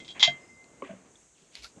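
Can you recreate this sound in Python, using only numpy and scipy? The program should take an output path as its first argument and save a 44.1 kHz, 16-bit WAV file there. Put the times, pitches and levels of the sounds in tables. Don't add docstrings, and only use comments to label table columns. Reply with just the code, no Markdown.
import sys
import numpy as np
from scipy import signal
from scipy.fft import rfft, irfft
from scipy.io import wavfile
from scipy.ndimage import uniform_filter1d

SR = 44100
rng = np.random.default_rng(int(sys.argv[2]) if len(sys.argv) > 2 else 0)


def store_pcm(level_fs):
    pcm = np.round(np.clip(level_fs, -1, 1) * 32767).astype(np.int16)
    wavfile.write(sys.argv[1], SR, np.atleast_2d(pcm).T)


N = 79380
CONTACT_HZ = 7630
THUD_RISE_S = 0.009

# f/Hz, level/dB, t60/s (time to fade by 60 dB)
CLATTER = [(150, -56, .15), (400, -39, .15), (800, -15, 0.19), (1110, -14, .17), (1450.5, -23.5, 0.17),
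           (1970, -8.5, .15), (2900, -8.5, 0.18), (3400, 2.5, .12), (3900, -3, 0.18), (4296, -6.5, 0.14),
           (5330, -9, 0.17), (7300, -17.5, 0.13), (7850, -30.5, 0.18), (9500, -48.5, .14),
           (14010, -67.5, .12)]


def amp(db):
    return 10 ** (np.asarray(db) / 20)


def unit(x):
    return x / np.sqrt(np.mean(x ** 2) + 1e-20)


def read(points, hz, column=1):
    table = np.transpose(points)
    return np.interp(np.log(hz + 1), np.log(table[0]), table[column])


def add(mix, start_s, sound):
    part = mix[max(round(start_s * SR), 0):][:len(sound)]
    part += sound[:len(part)]


def clock():
    return np.arange(N) / SR


def fade(t, t60):
    return np.exp(-np.log(1000) * t / t60)


def soften(x, hz, order):
    return signal.sosfilt(signal.butter(order, hz, fs=SR, output="sos"), x)


def thin(x, hz, order):
    return signal.sosfilt(signal.butter(order, hz, "high", fs=SR, output="sos"), x)


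def noise(colour):
    gains = amp(read(colour, np.fft.rfftfreq(N, 1 / SR)))
    return unit(irfft(rfft(rng.standard_normal(N)) * gains, N))


def ring(modes, pitch=1):
    t = clock()
    return sum((-1) ** k * amp(db) * fade(t, t60) * np.sin(2 * np.pi * hz * pitch * t)
               for k, (hz, db, t60) in enumerate(modes))


def rub(strokes, colour, grain_db, grain_s=.002):
    out, t = np.zeros(N), clock()
    for start, rise, t60, db in strokes:
        flicker = unit(uniform_filter1d(rng.standard_normal(N), round(grain_s * SR)))
        grain = unit(amp(grain_db * flicker))
        swell = np.minimum(t / rise, 1) * fade(np.maximum(t - rise, 0), t60)
        add(out, start, amp(db) * noise(colour) * grain * swell)
    return out


def background(hiss_db=-64.5):
    # f/Hz, level/dB
    hiss_colour = [(25, -21.5), (55, -0.5), (110, -14.5), (160, -3.5), (340, -8.5), (900, -15), (2200, -14),
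                   (2800, -16), (5000, -20), (5600, -12.5), (6400, -3.5), (7000, -4.5), (8600, -8.5),
                   (9100, -23.5), (10600, -21.5), (11300, -34), (12600, -38.5), (13200, -50)]
    wash_colour = [(25, -31), (60, -8.5), (130, -1), (300, 3), (700, -4.5), (1200, -9.5), (2500, -17.5),
                   (5000, -24), (10000, -42.5), (13000, -63)]
    # t/s, level/dB
    hiss_swell = [(0, 2), (.6, 0.5), (1.05, -1), (1.2, 3.5), (1.35, -.5), (1.8, 1.5)]
    wash_level = [(0, -62), (.38, -56.5), (.55, -62.5), (.78, -58.5), (1.08, -60), (1.3, -71), (1.55, -67),
                  (1.8, -63)]
    hiss = amp(hiss_db + np.interp(clock(), *np.transpose(hiss_swell))) * noise(hiss_colour)
    wash = amp(np.interp(clock(), *np.transpose(wash_level))) * noise(wash_colour)
    return hiss + wash


def buffets():
    # t/s, rise/s, t60/s, level/dB
    gusts = [(0, 0.052, 0.34, -60.5), (.5, .04, 0.17, -64.5), (1.58, 0.024, 0.14, -66)]
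    # f/Hz, level/dB
    colour = [(25, -21), (60, -2.5), (100, -1.5), (160, -5.5), (300, -9), (600, -35), (3000, -70)]
    return rub(gusts, colour, grain_db=1.2)


def shuffles():
    # t/s, rise/s, t60/s, level/dB
    bumps = [(0, 0.0027, 0.44, -53), (.085, 0.0073, 0.28, -55.5), (.19, 0.011, 0.14, -52.5),
             (.93, 0.012, 0.13, -61.5), (1.415, 0.014, 0.14, -62), (1.76, .012, .2, -49.5)]
    # f/Hz, level/dB
    colour = [(30, -25.5), (90, -9.5), (180, 0.5), (330, 1.5), (600, -8), (1000, -16.5), (3000, -37.5),
              (10000, -61)]
    return soften(rub(bumps, colour, grain_db=2.5), CONTACT_HZ, order=5)


def clatter(count=520, spacing_hz=22, samples=13000):
    t = np.arange(samples) / SR
    offset, phase = rng.random((2, count, 1))
    hz = 150 + (np.arange(count)[:, None] + offset) * spacing_hz
    gain = amp(read(CLATTER, hz))
    modes = gain * fade(t, read(CLATTER, hz, column=2)) * np.sin(2 * np.pi * (hz * t + phase))
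    return modes.sum(0) / np.sqrt(np.sum(gain ** 2) / 2)


def clanks(hoop_db=-16, crack_db=-16.5, frame_db=-15.5, ticks_db=-38.5, press_s=.272):
    # t/s, level/dB, clatter/dB, low tones/dB, high tones/dB, ring length factor, tick/dB
    strikes = [(0.001, -36.5, -2.5, 12, -10, 0.99, -20), (0.0465, -36, 0, 1, -4, 0.93, -5),
               (0.079, -39.5, 8.5, -3.5, -4, 1, 2), (0.0883, -26, -12, -14, -5, 0.88, -23),
               (0.1044, -25, -12, -14, -7, 1, -17), (0.1959, -23, 4.5, -8.5, -0.5, 0.72, 11),
               (0.204, -19, 0, 2.5, 6, 1, 1), (0.2109, -18, -0.5, -4, -0.5, 0.9, -4.5),
               (0.2234, -20, -8.5, 0.5, 0, 1, -11.5), (0.2278, 0, 0.5, -1, 1.5, 0.93, -11.5),
               (0.236, -11, -7.5, 0, -9, 1, -8), (0.276, -7.5, -38, 1, -12, 0.61, -28.5)]
    # f/Hz, level/dB, t60/s
    hoop = [(2078, -6, .32), (2167, -17, .18), (2514, -15, .16), (2687, -17, .16), (2805, -17.5, .14),
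            (3199, 1, .17), (3312, -3, .14), (3287, -3.5, .16), (3360, -4.5, .11), (3307, -4.5, .12),
            (3528, -0.5, 0.092), (3802, -14, .13), (3905, -3.5, .13), (4540, -10, 0.14), (6713, -16, .21),
            (7120, -17.5, 0.12)]
    # f/Hz, level/dB
    tick_colour = [(500, -20.5), (5000, 1), (8000, -3.5), (11000, -8), (13000, -16.5), (15000, -26.5)]
    out, frame, ticks, t = np.zeros(N), np.zeros(N), np.zeros(N), clock()
    push = ring([(3300, -8.5, .0054)])
    for start, db, clatter_db, low_db, high_db, length, tick_db in strikes:
        tilt_hz, tilt_db = [2200, 3100, 3300, 3500], [low_db, 0, 0, high_db]
        modes = [(hz, level + np.interp(hz, tilt_hz, tilt_db), t60 * length) for hz, level, t60 in hoop]
        crack = amp(crack_db) * noise(CLATTER) * fade(t, t60=.019) + push
        add(out, start, amp(db + hoop_db) * ring(modes) + amp(db + clatter_db) * crack)
        add(frame, start, amp(db + clatter_db + frame_db) * clatter())
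        add(ticks, start, amp(db + tick_db + ticks_db) * noise(tick_colour) * fade(t, t60=.022))
    out += frame * fade(np.maximum(t - press_s, 0), t60=.3)
    out = soften(out, CONTACT_HZ, order=12) + ticks
    return thin(out, hz=520, order=5)


def scrapes():
    # t/s, rise/s, t60/s, level/dB
    strokes = [(.142, 0.028, .2, -45), (.275, 0.011, 0.52, -49.5), (.825, 0.023, 0.43, -48),
               (.885, 0.024, 0.11, -55), (1.043, 0.012, .3, -66)]
    # f/Hz, level/dB
    colour = [(100, -10), (300, 2), (470, -4), (630, 3), (850, -7), (1130, 0), (1400, -11), (1600, -3),
              (2100, 0), (2900, -4), (3800, -17), (5000, -25), (10000, -50)]
    return soften(rub(strokes, colour, grain_db=1.5), CONTACT_HZ, order=5)


def thuds():
    # t/s, level/dB, pitch factor, bass/dB
    blows = [(0.274, -22, 0.98, -2), (0.8905, -36, .92, -9), (0.907, -41.5, .91, -16),
             (0.931, -44, 0.82, -2.5)]
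    # f/Hz, level/dB, t60/s
    low_modes = [(141.3, -14, .24), (191, -22.5, 0.22), (244, -21, .18)]
    high_modes = [(713.5, 2.5, 0.083), (644.5, -3, 0.078), (1607, -15, .1), (1625, -19, .08),
                  (1740, -19.5, 0.14)]
    out, rise = np.zeros(N), np.minimum(clock() / THUD_RISE_S, 1)
    for start, db, pitch, bass_db in blows:
        bonk = ring(high_modes, pitch) + amp(bass_db) * ring(low_modes, pitch)
        add(out, start, amp(db) * rise * bonk)
    return out


def hoop_hum(hz=2075):
    # t/s, level/dB
    levels = [(.3, -72.5), (.39, -69), (.44, -53.5), (.47, -77.5), (.5, -52), (.555, -58.5), (.61, -51),
              (.68, -66.5), (.81, -66.5)]
    t = clock()
    db = np.interp(t, *np.transpose(levels), left=-np.inf, right=-np.inf)
    return amp(db) * np.sin(2 * np.pi * hz * t)


def birds(echo_db=-1):
    # t/s, length/s, start f/Hz, middle f/Hz, end f/Hz, level/dB
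    chirps = [(.402, 0.023, 5130, 5160, 4870, -65.5), (0.43, .024, 5050, 5100, 4900, -70),
              (.466, .026, 5200, 5220, 4700, -68), (0.489, 0.032, 5160, 5200, 5070, -71.5),
              (0.527, 0.023, 5200, 5020, 4900, -71), (1.335, .04, 5000, 3100, 2800, -70)]
    out = np.zeros(N)
    for start, length, *pitches, db in chirps:
        progress = np.arange(0, length, 1 / SR) / length
        hz = np.polyval(np.polyfit([0, .5, 1], pitches, deg=2), progress)
        add(out, start, amp(db) * np.sin(np.pi * progress) * np.sin(2 * np.pi * np.cumsum(hz) / SR))
    tail = rng.standard_normal(N) * fade(clock(), t60=.36)
    return out + amp(echo_db) * signal.fftconvolve(out, tail / np.linalg.norm(tail))[:N]


def snaps():
    # t/s, level/dB, t60/s, treble limit/Hz
    tugs = [(0.642, -54.5, 0.013, 6015), (1.5532, -35.5, 0.022, 11600), (1.623, -47, 0.028, 11980),
            (1.638, -43, 0.013, 14000), (1.6455, -41.5, .025, 13100)]
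    # f/Hz, level/dB
    colour = [(200, -37), (1500, -32), (2200, 3.5), (3400, -7.5), (4200, 5.5), (5500, -11), (8000, -11.5),
              (10000, -20), (14500, -47)]
    out = np.zeros(N)
    for start, db, t60, top_hz in tugs:
        add(out, start, amp(db) * soften(noise(colour) * fade(clock(), t60), top_hz, order=3))
    return out


def knock(start_s=.8215, gain_db=-30, rise_s=.002):
    # f/Hz, level/dB, t60/s, delay/s
    modes = [(279.5, -7.5, 0.11, 0.0068), (390, -2.5, 0.068, .003), (546, -2, 0.063, 0),
             (1065, 2, 0.039, 0), (1150, -8.5, 0.082, 0.0065), (2200, -5, 0.019, 0), (2590, -10, 0.014, 0),
             (2960, -11, 0.017, 0)]
    out, rise = np.zeros(N), np.minimum(clock() / rise_s, 1)
    for hz, db, t60, delay in modes:
        add(out, start_s + delay, amp(gain_db) * rise * ring([(hz, db, t60)]))
    return out


def deck_booms():
    # t/s, level/dB
    shifts = [(0.898, -41), (0.928, -44), (1.769, -48)]
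    # f/Hz, level/dB, t60/s
    modes = [(189, 1, 0.26), (242, -6, 0.12), (278, -6.5, 0.068), (355, -9, 0.074)]
    out, rise = np.zeros(N), np.minimum(clock() / THUD_RISE_S, 1)
    for start, db in shifts:
        add(out, start, amp(db) * rise * ring(modes))
    return out


def clink():
    # f/Hz, level/dB, t60/s
    modes = [(3360, -52.5, 0.034), (3650, -52.5, 0.021), (4000, -66, 0.023)]
    return ring(modes)


def rustles():
    # t/s, rise/s, t60/s, level/dB
    slides = [(1.36, .02, 1.2, -67.5), (1.51, 0.042, .05, -57), (1.553, 0.015, 0.33, -48.5)]
    # f/Hz, level/dB
    colour = [(100, -22), (700, -8.5), (1600, -10.5), (2200, 0.5), (3300, 2), (4500, -2), (6000, -5.5),
              (8500, -24), (11000, -20), (13000, -41)]
    return rub(slides, colour, grain_db=1.5)


def puff(length_s=.12, hz=58.6, db=-56.5):
    t = np.arange(0, length_s, 1 / SR)
    return amp(db) * np.sin(np.pi * t / length_s) * np.sin(2 * np.pi * hz * t)


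def swish():
    # t/s, rise/s, t60/s, level/dB
    strokes = [(1.618, 0.03, 0.13, -45)]
    # f/Hz, level/dB
    colour = [(100, -13), (700, -5.5), (1600, -12.5), (2100, -0.5), (3300, -4), (4500, 7.5), (6000, -1.5),
              (8500, -16), (11000, -11.5), (13000, -30), (15000, -36)]
    return rub(strokes, colour, grain_db=2.2)


def squeak(length_s=.036, start_hz=1250, end_hz=1540, gain_db=-45, roughness=.07, decay_s=.04):
    t = np.arange(0, length_s, 1 / SR)
    glide = np.sqrt(t / length_s)
    wobble = unit(uniform_filter1d(rng.standard_normal(N), size=30))[:len(t)]
    hz = (start_hz + (end_hz - start_hz) * glide) * (1 + roughness * wobble)
    swell = np.sin(np.pi * glide) * np.exp(-t / decay_s)
    return amp(gain_db) * swell * np.sin(2 * np.pi * np.cumsum(hz) / SR)


def scene():
    out = background() + buffets() + shuffles() + clanks() + scrapes() + thuds() + hoop_hum()
    out += birds() + snaps() + knock() + deck_booms() + rustles() + swish()
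    add(out, start_s=1.156, sound=clink())
    add(out, start_s=1.57, sound=puff())
    add(out, start_s=1.643, sound=squeak())
    return out[None]


def record(dry):
    low_pass = signal.firwin(511, 15000, window=("kaiser", 9), fs=SR)
    return signal.oaconvolve(dry, low_pass[None], "same")


dry = scene()
out = record(dry)
store_pcm(out)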